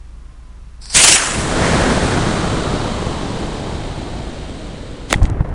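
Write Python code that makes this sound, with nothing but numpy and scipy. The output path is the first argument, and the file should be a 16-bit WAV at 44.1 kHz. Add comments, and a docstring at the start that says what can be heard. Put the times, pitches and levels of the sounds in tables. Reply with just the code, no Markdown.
"""A model rocket motor blasts against the pad's deflector plate and lifts off, heard from the rocket's body.
Before it, the igniter fizzes over the low rumble of a field. In flight, eddies and hiss follow the
airspeed, growing dull and quiet as the rocket coasts. The ejection charge pops, the tube rings, the
parachute flaps out and the body tumbles in the wind. Peaks overload the small onboard camera's input."""
import sys
import numpy as np
from scipy import signal
from scipy.fft import rfft, irfft, next_fast_len
from scipy.io import wavfile
from scipy.ndimage import uniform_filter1d

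SR = 44100
rng = np.random.default_rng(int(sys.argv[2]) if len(sys.argv) > 2 else 0)


def inscribe(sig):
    """Save sig as 16-bit PCM at rate SR to the path in sys.argv[1].

    A 1-D sig is mono; a 2-D sig holds one channel per row.
    Samples are clipped to [-1, 1] before scaling.
    """
    pcm = np.round(np.clip(np.atleast_2d(sig).T, -1, 1) * 32767)
    wavfile.write(sys.argv[1], SR, pcm.astype(np.int16))


N = 244314
TIME = np.arange(N) / SR
IGNITION_S, LIFTOFF_S, TOP_SPEED_S, BURNOUT_S, TUMBLE_S = 0.95, 1.16, 1.656, 2.06, 5.11
TOP_SPEED_M_S = 58.7


def gain_of(db):
    """Decibels to amplitude."""
    return 10 ** (np.asarray(db) / 20)


def unit_rms(x):
    """Scales to rms 1."""
    return x / np.sqrt(np.mean(x ** 2) + 1e-20)


def power_sum(gains):
    """Joint gain of unrelated noises: powers add."""
    return np.sqrt(sum(gain ** 2 for gain in gains))


def held(start_s, end_s, attack_s, release_s):
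    """Gain that rises exponentially to 1 at start_s, holds until end_s, then decays."""
    return np.exp(-np.maximum(start_s - TIME, 0) / attack_s - np.maximum(TIME - end_s, 0) / release_s)


def swell(at_s, half_s, t=TIME):
    """Bell-shaped gain around at_s."""
    return np.exp(-0.5 * ((t - at_s) / half_s) ** 2)


def spectrum_db(points, hz):
    """Spectrum interpolated in log frequency; -12 dB/octave beyond its ends."""
    f, db = np.transpose(points)
    octaves_beyond = np.maximum(np.log2(f[0] / (hz + 1)), 0) + np.maximum(np.log2((hz + 1) / f[-1]), 0)
    return np.interp(np.log(hz + 1), np.log(f), db) - 12 * octaves_beyond


def bass_shelf(hz, corner_hz):
    """Weight: 1 in the bass, 0 in the treble."""
    return 1 / (1 + (hz / corner_hz) ** 2)


def coloured(x, points):
    """Filters x by a static spectrum; rms 1."""
    size = next_fast_len(N)
    response = gain_of(spectrum_db(points, np.fft.rfftfreq(size, 1 / SR)))
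    return unit_rms(irfft(rfft(x, size) * response, size)[:N])


def lowpassed(x, hz):
    """Two-pole low-pass; rms 1."""
    return unit_rms(signal.sosfilt(signal.butter(2, hz, fs=SR, output="sos"), x))


def flutter(rate_hz, depth_db):
    """Random gain of unit power, wavering up to rate_hz."""
    return unit_rms(gain_of(depth_db * lowpassed(rng.standard_normal(N), rate_hz)))


def moving_noise(shape_db, patchy_db, size):
    """Steady-power noise whose spectrum follows shape_db(t, hz), with drifting patches."""
    hop = size // 4
    t, hz = np.arange(N // hop + 5)[:, None] * hop / SR, np.fft.rfftfreq(size, 1 / SR)
    real, imag, patches = rng.standard_normal((3, len(t), len(hz)))
    patches = unit_rms(uniform_filter1d(uniform_filter1d(patches, size=6, axis=0), size=7, axis=1))
    shape = gain_of(shape_db(t, hz))
    shape /= np.linalg.norm(shape, axis=-1, keepdims=True)
    frames = (real + 1j * imag) * gain_of(patchy_db * patches) * shape
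    return unit_rms(signal.istft(frames.T, nperseg=size, noverlap=size - hop)[1][:N])


def burst(centre_hz, octaves, hold_s, decay_s):
    """Noise, briefly held then decaying, through one broad resonance."""
    t = np.arange(4096) / SR
    edges_hz = np.clip(centre_hz * 2 ** (np.array([-1, 1]) * octaves / 2), 20, SR / 2 - 1)
    band = signal.butter(2, edges_hz, "bandpass", fs=SR, output="sos")
    noise = rng.standard_normal(len(t)) * np.exp(-np.maximum(t - hold_s, 0) / decay_s)
    return unit_rms(signal.sosfilt(band, noise)) * noise.std()


def add(mix, at_s, sound):
    """Mixes a sound in at at_s."""
    part = mix[round(at_s * SR):][:len(sound)]
    part += sound[:len(part)]


# field rumble: f/Hz, relative level/dB
FIELD_SPECTRUM = [(20, 1), (40, -4), (75, -6.5), (110, -12), (170, -16.5), (280, -24), (450, -30.5),
                  (800, -32.5), (1100, -30), (1800, -36), (3200, -40.5), (6000, -44), (10000, -47)]
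# hum and whines: f/Hz, rms level/dB
HUM_PARTIALS = [(32, -40), (56.4, -37.5), (360.7, -73.5), (2697, -77), (5599, -79)]
# wavering tone: t/s, f/Hz, rms level/dB
TONE_TRACK = [(0.1, 1020, -76), (0.21, 1010, -65), (0.31, 1058, -59), (0.42, 1030, -64), (0.53, 1006, -62),
              (0.62, 988, -76)]


def field():
    """Steady rumble and hum; a faint tone wavers before launch."""
    hum = sum(gain_of(db) * np.sin(2 * np.pi * (hz * TIME + rng.random())) for hz, db in HUM_PARTIALS)
    track_s, track_hz, track_db = np.transpose(TONE_TRACK)
    pitch_hz = np.interp(TIME, track_s, track_hz) * flutter(rate_hz=40, depth_db=0.07)
    gate = held(track_s[0], track_s[-1], attack_s=0.008, release_s=0.008)
    tone = gate * gain_of(np.interp(TIME, track_s, track_db)) * np.sin(2 * np.pi * np.cumsum(pitch_hz) / SR)
    rumble = gain_of(-40) * coloured(rng.standard_normal(N), FIELD_SPECTRUM)
    return rumble + np.sqrt(2) * (hum + tone)


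# nozzle fizz: f/Hz, relative level/dB
FIZZ_SPECTRUM = [(300, -25), (800, -11.5), (2400, -15), (3000, -18), (4000, -7), (4700, 2), (5300, 0),
                 (6000, -6.5), (6600, -30), (6900, -23), (7400, -8), (8400, -5.5), (9500, -12),
                 (11000, -20)]
# flare-up steps: t/s, level/dB
IGNITER_FLARES = [(0.82, -37.5), (0.903, -30)]
# large sparks: t/s, level/dB, centre f/Hz
LARGE_SPARKS = [(0.825, -40, 6000), (0.857, -27.5, 3500), (0.902, -25, 4900)]


def igniter():
    """Propellant catches: gas and tiny sparks ring the narrow nozzle; a few large sparks snap."""
    sparks_per_s, spark_db = 250, 16
    sparks = (rng.random(N) < sparks_per_s / SR) * rng.standard_normal(N) * gain_of(spark_db)
    gas = rng.standard_normal(N) * flutter(rate_hz=410, depth_db=1.0)
    burning = power_sum(gain_of(db) * held(at_s, IGNITION_S, attack_s=0.0052, release_s=0.008)
                        for at_s, db in IGNITER_FLARES)
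    out = burning * coloured(gas + sparks, FIZZ_SPECTRUM)
    for at_s, db, hz in LARGE_SPARKS:
        add(out, at_s, gain_of(db) * burst(hz, octaves=2.7, hold_s=0.00026, decay_s=0.00067))
    return out


# cord and fittings: t/s, level/dB, centre f/Hz
FITTING_TICKS = [(5.108, -22, 2000), (5.231, -27, 5000), (5.254, -24, 2000), (5.299, -33, 4360),
                 (5.491, -46, 7500)]
# cloth: t/s, level/dB, decay/s
CLOTH_FLAPS = [(5.11, -28, .002), (5.2165, -21.5, 0.0062), (5.405, -24, 0.0028), (5.446, -30, .018)]


def parachute():
    """Fittings tick against the body; the cloth shifts and flaps open."""
    out = np.zeros(N)
    for at_s, db, hz in FITTING_TICKS:
        add(out, at_s, gain_of(db) * burst(hz, octaves=1.8, hold_s=0.0008, decay_s=0.0012))
    for at_s, db, decay_s in CLOTH_FLAPS:
        add(out, at_s, gain_of(db) * burst(centre_hz=565, octaves=1.4, hold_s=0.0041, decay_s=decay_s))
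    return out


# crosswind: f/Hz, relative level/dB
WIND_SPECTRUM = [(20, 1), (45, 0), (100, -3.5), (200, -12.5), (400, -15.5), (900, -24.5), (1800, -32.5),
                 (3500, -50), (6000, -66), (10000, -85)]
# wind between lulls: start/s, end/s, level/dB
WIND_SPANS = [(5.11, 5.202, -22), (5.214, 5.422, -21), (5.446, 5.542, -22.5)]
# gusts on the microphone: t/s, half width/s, rumble/dB, slap/dB
MIC_GUSTS = [(5.1602, 0.005, -22.5, -5), (5.228, 0.014, -12.5, -6), (5.249, 0.013, -15.5, -9),
             (5.316, 0.02, -22, -9), (5.4088, 0.018, -14, -4)]


def tumble():
    """Wind on the tumbling body; each gust is a swell of rumble with a pressure slap at its peak."""
    slap_s = 0.0016
    wind = coloured(rng.standard_normal(N) * flutter(rate_hz=100, depth_db=2), WIND_SPECTRUM)
    rumble = lowpassed(coloured(rng.standard_normal(N), WIND_SPECTRUM), hz=160)
    out = wind * power_sum(gain_of(db) * held(start_s, end_s, attack_s=0.0046, release_s=0.0074)
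                           for start_s, end_s, db in WIND_SPANS)
    for at_s, half_s, rumble_db, slap_db in MIC_GUSTS:
        out += gain_of(rumble_db) * swell(at_s, half_s) * rumble
        out -= gain_of(slap_db) / (1 + ((TIME - at_s) / slap_s) ** 2) ** 1.5
    return out


# tube modes: f/Hz, relative level/dB, t60/s
TUBE_MODES = [(844, -8.5, 0.026), (1990, 1, 0.013), (2320, -12, 0.011), (3330, -6, 0.011)]
# blows on the tube: t/s, level/dB
TUBE_BLOWS = [(5.1407, -3), (5.1445, -12)]


def tube():
    """The light body tube rings briefly under each blow as the nose cone leaves."""
    attack_s = 0.00018
    out, t = np.zeros(N), np.arange(2048) / SR
    ring = sum(gain_of(db - 60 * t / t60_s) * np.sin(2 * np.pi * hz * t) for hz, db, t60_s in TUBE_MODES)
    for at_s, db in TUBE_BLOWS:
        add(out, at_s, gain_of(db) * ring * (1 - np.exp(-t / attack_s)))
    return out


# ejection hiss: f/Hz, relative level/dB
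EJECTION_HISS_SPECTRUM = [(300, 9.5), (1200, -11), (3500, -4), (5500, -12), (8500, -8.5), (10500, -18)]
# hiss spells (gas vents before the pop; later the parachute rustles): start/s, end/s, level/dB
HISS_SPELLS = [(5.107, 5.137, -23.5), (5.16, 5.2, -47), (5.227, 5.26, -39.5)]


def ejection():
    """Gas hisses, the charge pops (low thump, hollow bang, bright crack), then the parachute rustles."""
    pop_s = 5.1275
    hissing = power_sum(gain_of(db) * held(start_s, end_s, attack_s=0.0089, release_s=0.017)
                        for start_s, end_s, db in HISS_SPELLS)
    noise = rng.standard_normal(N) * flutter(rate_hz=640, depth_db=3.5)
    out = hissing * coloured(noise, EJECTION_HISS_SPECTRUM)
    thump = gain_of(-7) * burst(centre_hz=300, octaves=1.6, hold_s=0.002, decay_s=0.0009)
    bang = gain_of(1) * burst(centre_hz=1400, octaves=1.3, hold_s=0.0012, decay_s=0.00057)
    crack = gain_of(-5) * burst(centre_hz=6300, octaves=1.34, hold_s=0.0014, decay_s=0.00041)
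    add(out, pop_s, thump + bang + crack)
    return out


def airspeed_m_s(t):
    """Linear rise under thrust, then exponential decay under drag."""
    pad_m_s, coast_s = 4, 2.664
    climb = np.clip((t - LIFTOFF_S) / (TOP_SPEED_S - LIFTOFF_S), 0, 1)
    slowing = np.exp(-np.maximum(t - TOP_SPEED_S, 0) / coast_s)
    return (pad_m_s + (TOP_SPEED_M_S - pad_m_s) * climb) * slowing


def airspeed_gain(db_per_decade):
    """Air noise grows as a power of airspeed; gated from lift-off to tumble."""
    flying = held(LIFTOFF_S, TUMBLE_S, attack_s=0.02, release_s=0.03)
    return flying * gain_of(db_per_decade * np.log10(airspeed_m_s(TIME) / TOP_SPEED_M_S))


# hiss at high and low airspeed: f/Hz, relative level/dB
FAST_HISS_SPECTRUM = [(300, -7), (1500, 6.5), (2800, 1.5), (3900, 1), (5000, -0.5), (6200, -2.5),
                      (8000, -3), (9200, -4.5), (10500, -21)]
SLOW_HISS_SPECTRUM = [(300, 8), (1500, -0.5), (2200, -2), (2750, -4.5), (3150, 0.5), (3400, -3),
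                      (3850, 0.5), (4600, -5), (5300, -10), (6500, -10.5), (8000, -9.5), (9200, -13),
                      (10500, -27)]


def body_hiss():
    """Air hisses along the tube; the camera housing's resonances stand out as the rocket slows."""
    def shape_db(t, hz):
        slow_m_s, span_m_s = 36, 24
        fast = np.clip((airspeed_m_s(t) - slow_m_s) / span_m_s, 0, 1)
        return fast * spectrum_db(FAST_HISS_SPECTRUM, hz) + (1 - fast) * spectrum_db(SLOW_HISS_SPECTRUM, hz)
    hiss = moving_noise(shape_db, patchy_db=0.33, size=512) * flutter(rate_hz=310, depth_db=0.76)
    return gain_of(-23.5) * airspeed_gain(db_per_decade=32.5) * hiss


# turbulence at the reference airspeed: f/Hz, relative level/dB
EDDY_SPECTRUM = [(20, 2), (60, 2.5), (170, 0.5), (300, -4), (600, -8), (1000, -13.5), (1400, -13),
                 (2000, -23.5), (3000, -29), (8000, -35)]
# rough air: t/s, half width/s, boost/dB, bass tilt/dB
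ROUGH_PATCHES = [(1.375, 0.038, 6.5, 9.5), (1.81, 0.051, 2.5, 1.5)]


def turbulence():
    """Eddies pass the microphone, their spectrum sliding with airspeed; rough air swells them."""
    reference_m_s, build_s = 44.5, 0.17

    def shape_db(t, hz):
        eddy_db = spectrum_db(EDDY_SPECTRUM, hz * reference_m_s / airspeed_m_s(t))
        mic_port_loss_db = 4 * bass_shelf(hz, corner_hz=90)
        tilt_db = sum(db * swell(at_s, half_s, t) for at_s, half_s, _, db in ROUGH_PATCHES)
        return eddy_db - mic_port_loss_db + tilt_db * bass_shelf(hz, corner_hz=150)
    eddies = moving_noise(shape_db, patchy_db=0.35, size=2048) * flutter(rate_hz=94, depth_db=1.24)
    rough_db = sum(db * swell(at_s, half_s) for at_s, half_s, db, _ in ROUGH_PATCHES)
    building = np.clip((TIME - LIFTOFF_S) / build_s, 0, 1)
    return gain_of(-14 + rough_db) * building * airspeed_gain(db_per_decade=30) * eddies


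# motor surges: t/s, half width/s, jet/dB, plate roar/dB, backwash/dB
MOTOR_SURGES = [(0.968, 0.0088, -9.5, -35, -19), (1.001, .014, -18.5, -11, -38.5),
                (1.045, 0.0059, -3, -19, -19), (1.086, 0.011, -6, -21, -28),
                (1.121, 0.0097, -13, -29, -28.5), (1.164, .012, -19, -15.5, -26)]


def surge_gain(layer):
    """Gain of one motor layer as the motor sputters on the pad."""
    column = ("jet", "plate", "backwash").index(layer)
    return power_sum(gain_of(db[column]) * swell(at_s, half_s) for at_s, half_s, *db in MOTOR_SURGES)


# exhaust rumble: f/Hz, relative level/dB
BACKWASH_SPECTRUM = [(20, 6), (60, 4.5), (160, 6.5), (260, -18), (600, -28)]


def backwash():
    """Exhaust thrown back by the pad rumbles with each surge."""
    return surge_gain("backwash") * coloured(rng.standard_normal(N), BACKWASH_SPECTRUM)


def plate_roar():
    """The jet's hollow roar off the deflector plate sinks and fades as the nozzle leaves."""
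    def shape_db(t, hz):
        near_hz, far_hz, width_hz, sink_s = 2460, 1250, 800, 0.025
        centre_hz = far_hz + (near_hz - far_hz) * np.exp(-np.maximum(t - LIFTOFF_S, 0) / sink_s)
        return -14 * np.log10(1 + ((hz - centre_hz) / width_hz) ** 2)
    leaving = gain_of(-19.5) * held(LIFTOFF_S, LIFTOFF_S, attack_s=0.0102, release_s=0.31)
    return power_sum([leaving, surge_gain("plate")]) * moving_noise(shape_db, patchy_db=-1.0, size=512)


# exhaust jet: f/Hz, relative level/dB
JET_SPECTRUM = [(35, -40), (60, -11.5), (173, -3), (250, -7.5), (324, -2.5), (448, -8), (838, -5),
                (913, -8), (2310, -3), (2750, 0), (3890, -4.5), (8100, 1.5), (10500, -5), (13600, -11),
                (22000, -120)]


def jet():
    """Bright jet, loudest while it strikes the pad; thinner and faint in free air."""
    def shape_db(t, hz):
        bass_loss_db = 9 * (t > LIFTOFF_S) * bass_shelf(hz, corner_hz=420)
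        return spectrum_db(JET_SPECTRUM, hz) - bass_loss_db
    on_pad = gain_of(-10) * held(IGNITION_S, LIFTOFF_S, attack_s=0.0034, release_s=0.006)
    leaving = gain_of(-16) * held(IGNITION_S, LIFTOFF_S, attack_s=0.011, release_s=0.18)
    free_air = gain_of(-39) * held(IGNITION_S, BURNOUT_S, attack_s=0.013, release_s=0.08)
    gain = power_sum([on_pad, leaving, free_air, surge_gain("jet")])
    return gain * moving_noise(shape_db, patchy_db=1.9, size=512)


def motor():
    """Uneven burning shakes the jet and plate roar together, over the backwash."""
    return (jet() + plate_roar()) * flutter(rate_hz=78, depth_db=0.85) + backwash()


def scene():
    """One microphone, direct sound only: open air gives no echo."""
    ascent = field() + igniter() + motor() + turbulence() + body_hiss()
    return (ascent + ejection() + tube() + parachute() + tumble())[None]


def record(dry):
    """The input overloads, the camera narrows the band; overshoots clip and are low-passed again."""
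    ceiling, band_hz, edge_hz = 1.1, 10750, 16000
    band_fir = signal.firwin(161, band_hz, window=("kaiser", 8), fs=SR)[None]
    edge_fir = signal.firwin(511, edge_hz, window=("kaiser", 9), fs=SR)[None]
    narrow = signal.oaconvolve(np.clip(dry, -ceiling, ceiling), band_fir, "same")
    return signal.oaconvolve(np.clip(narrow, -1, 1), edge_fir, "same")


dry = scene()
out = record(dry)
inscribe(out)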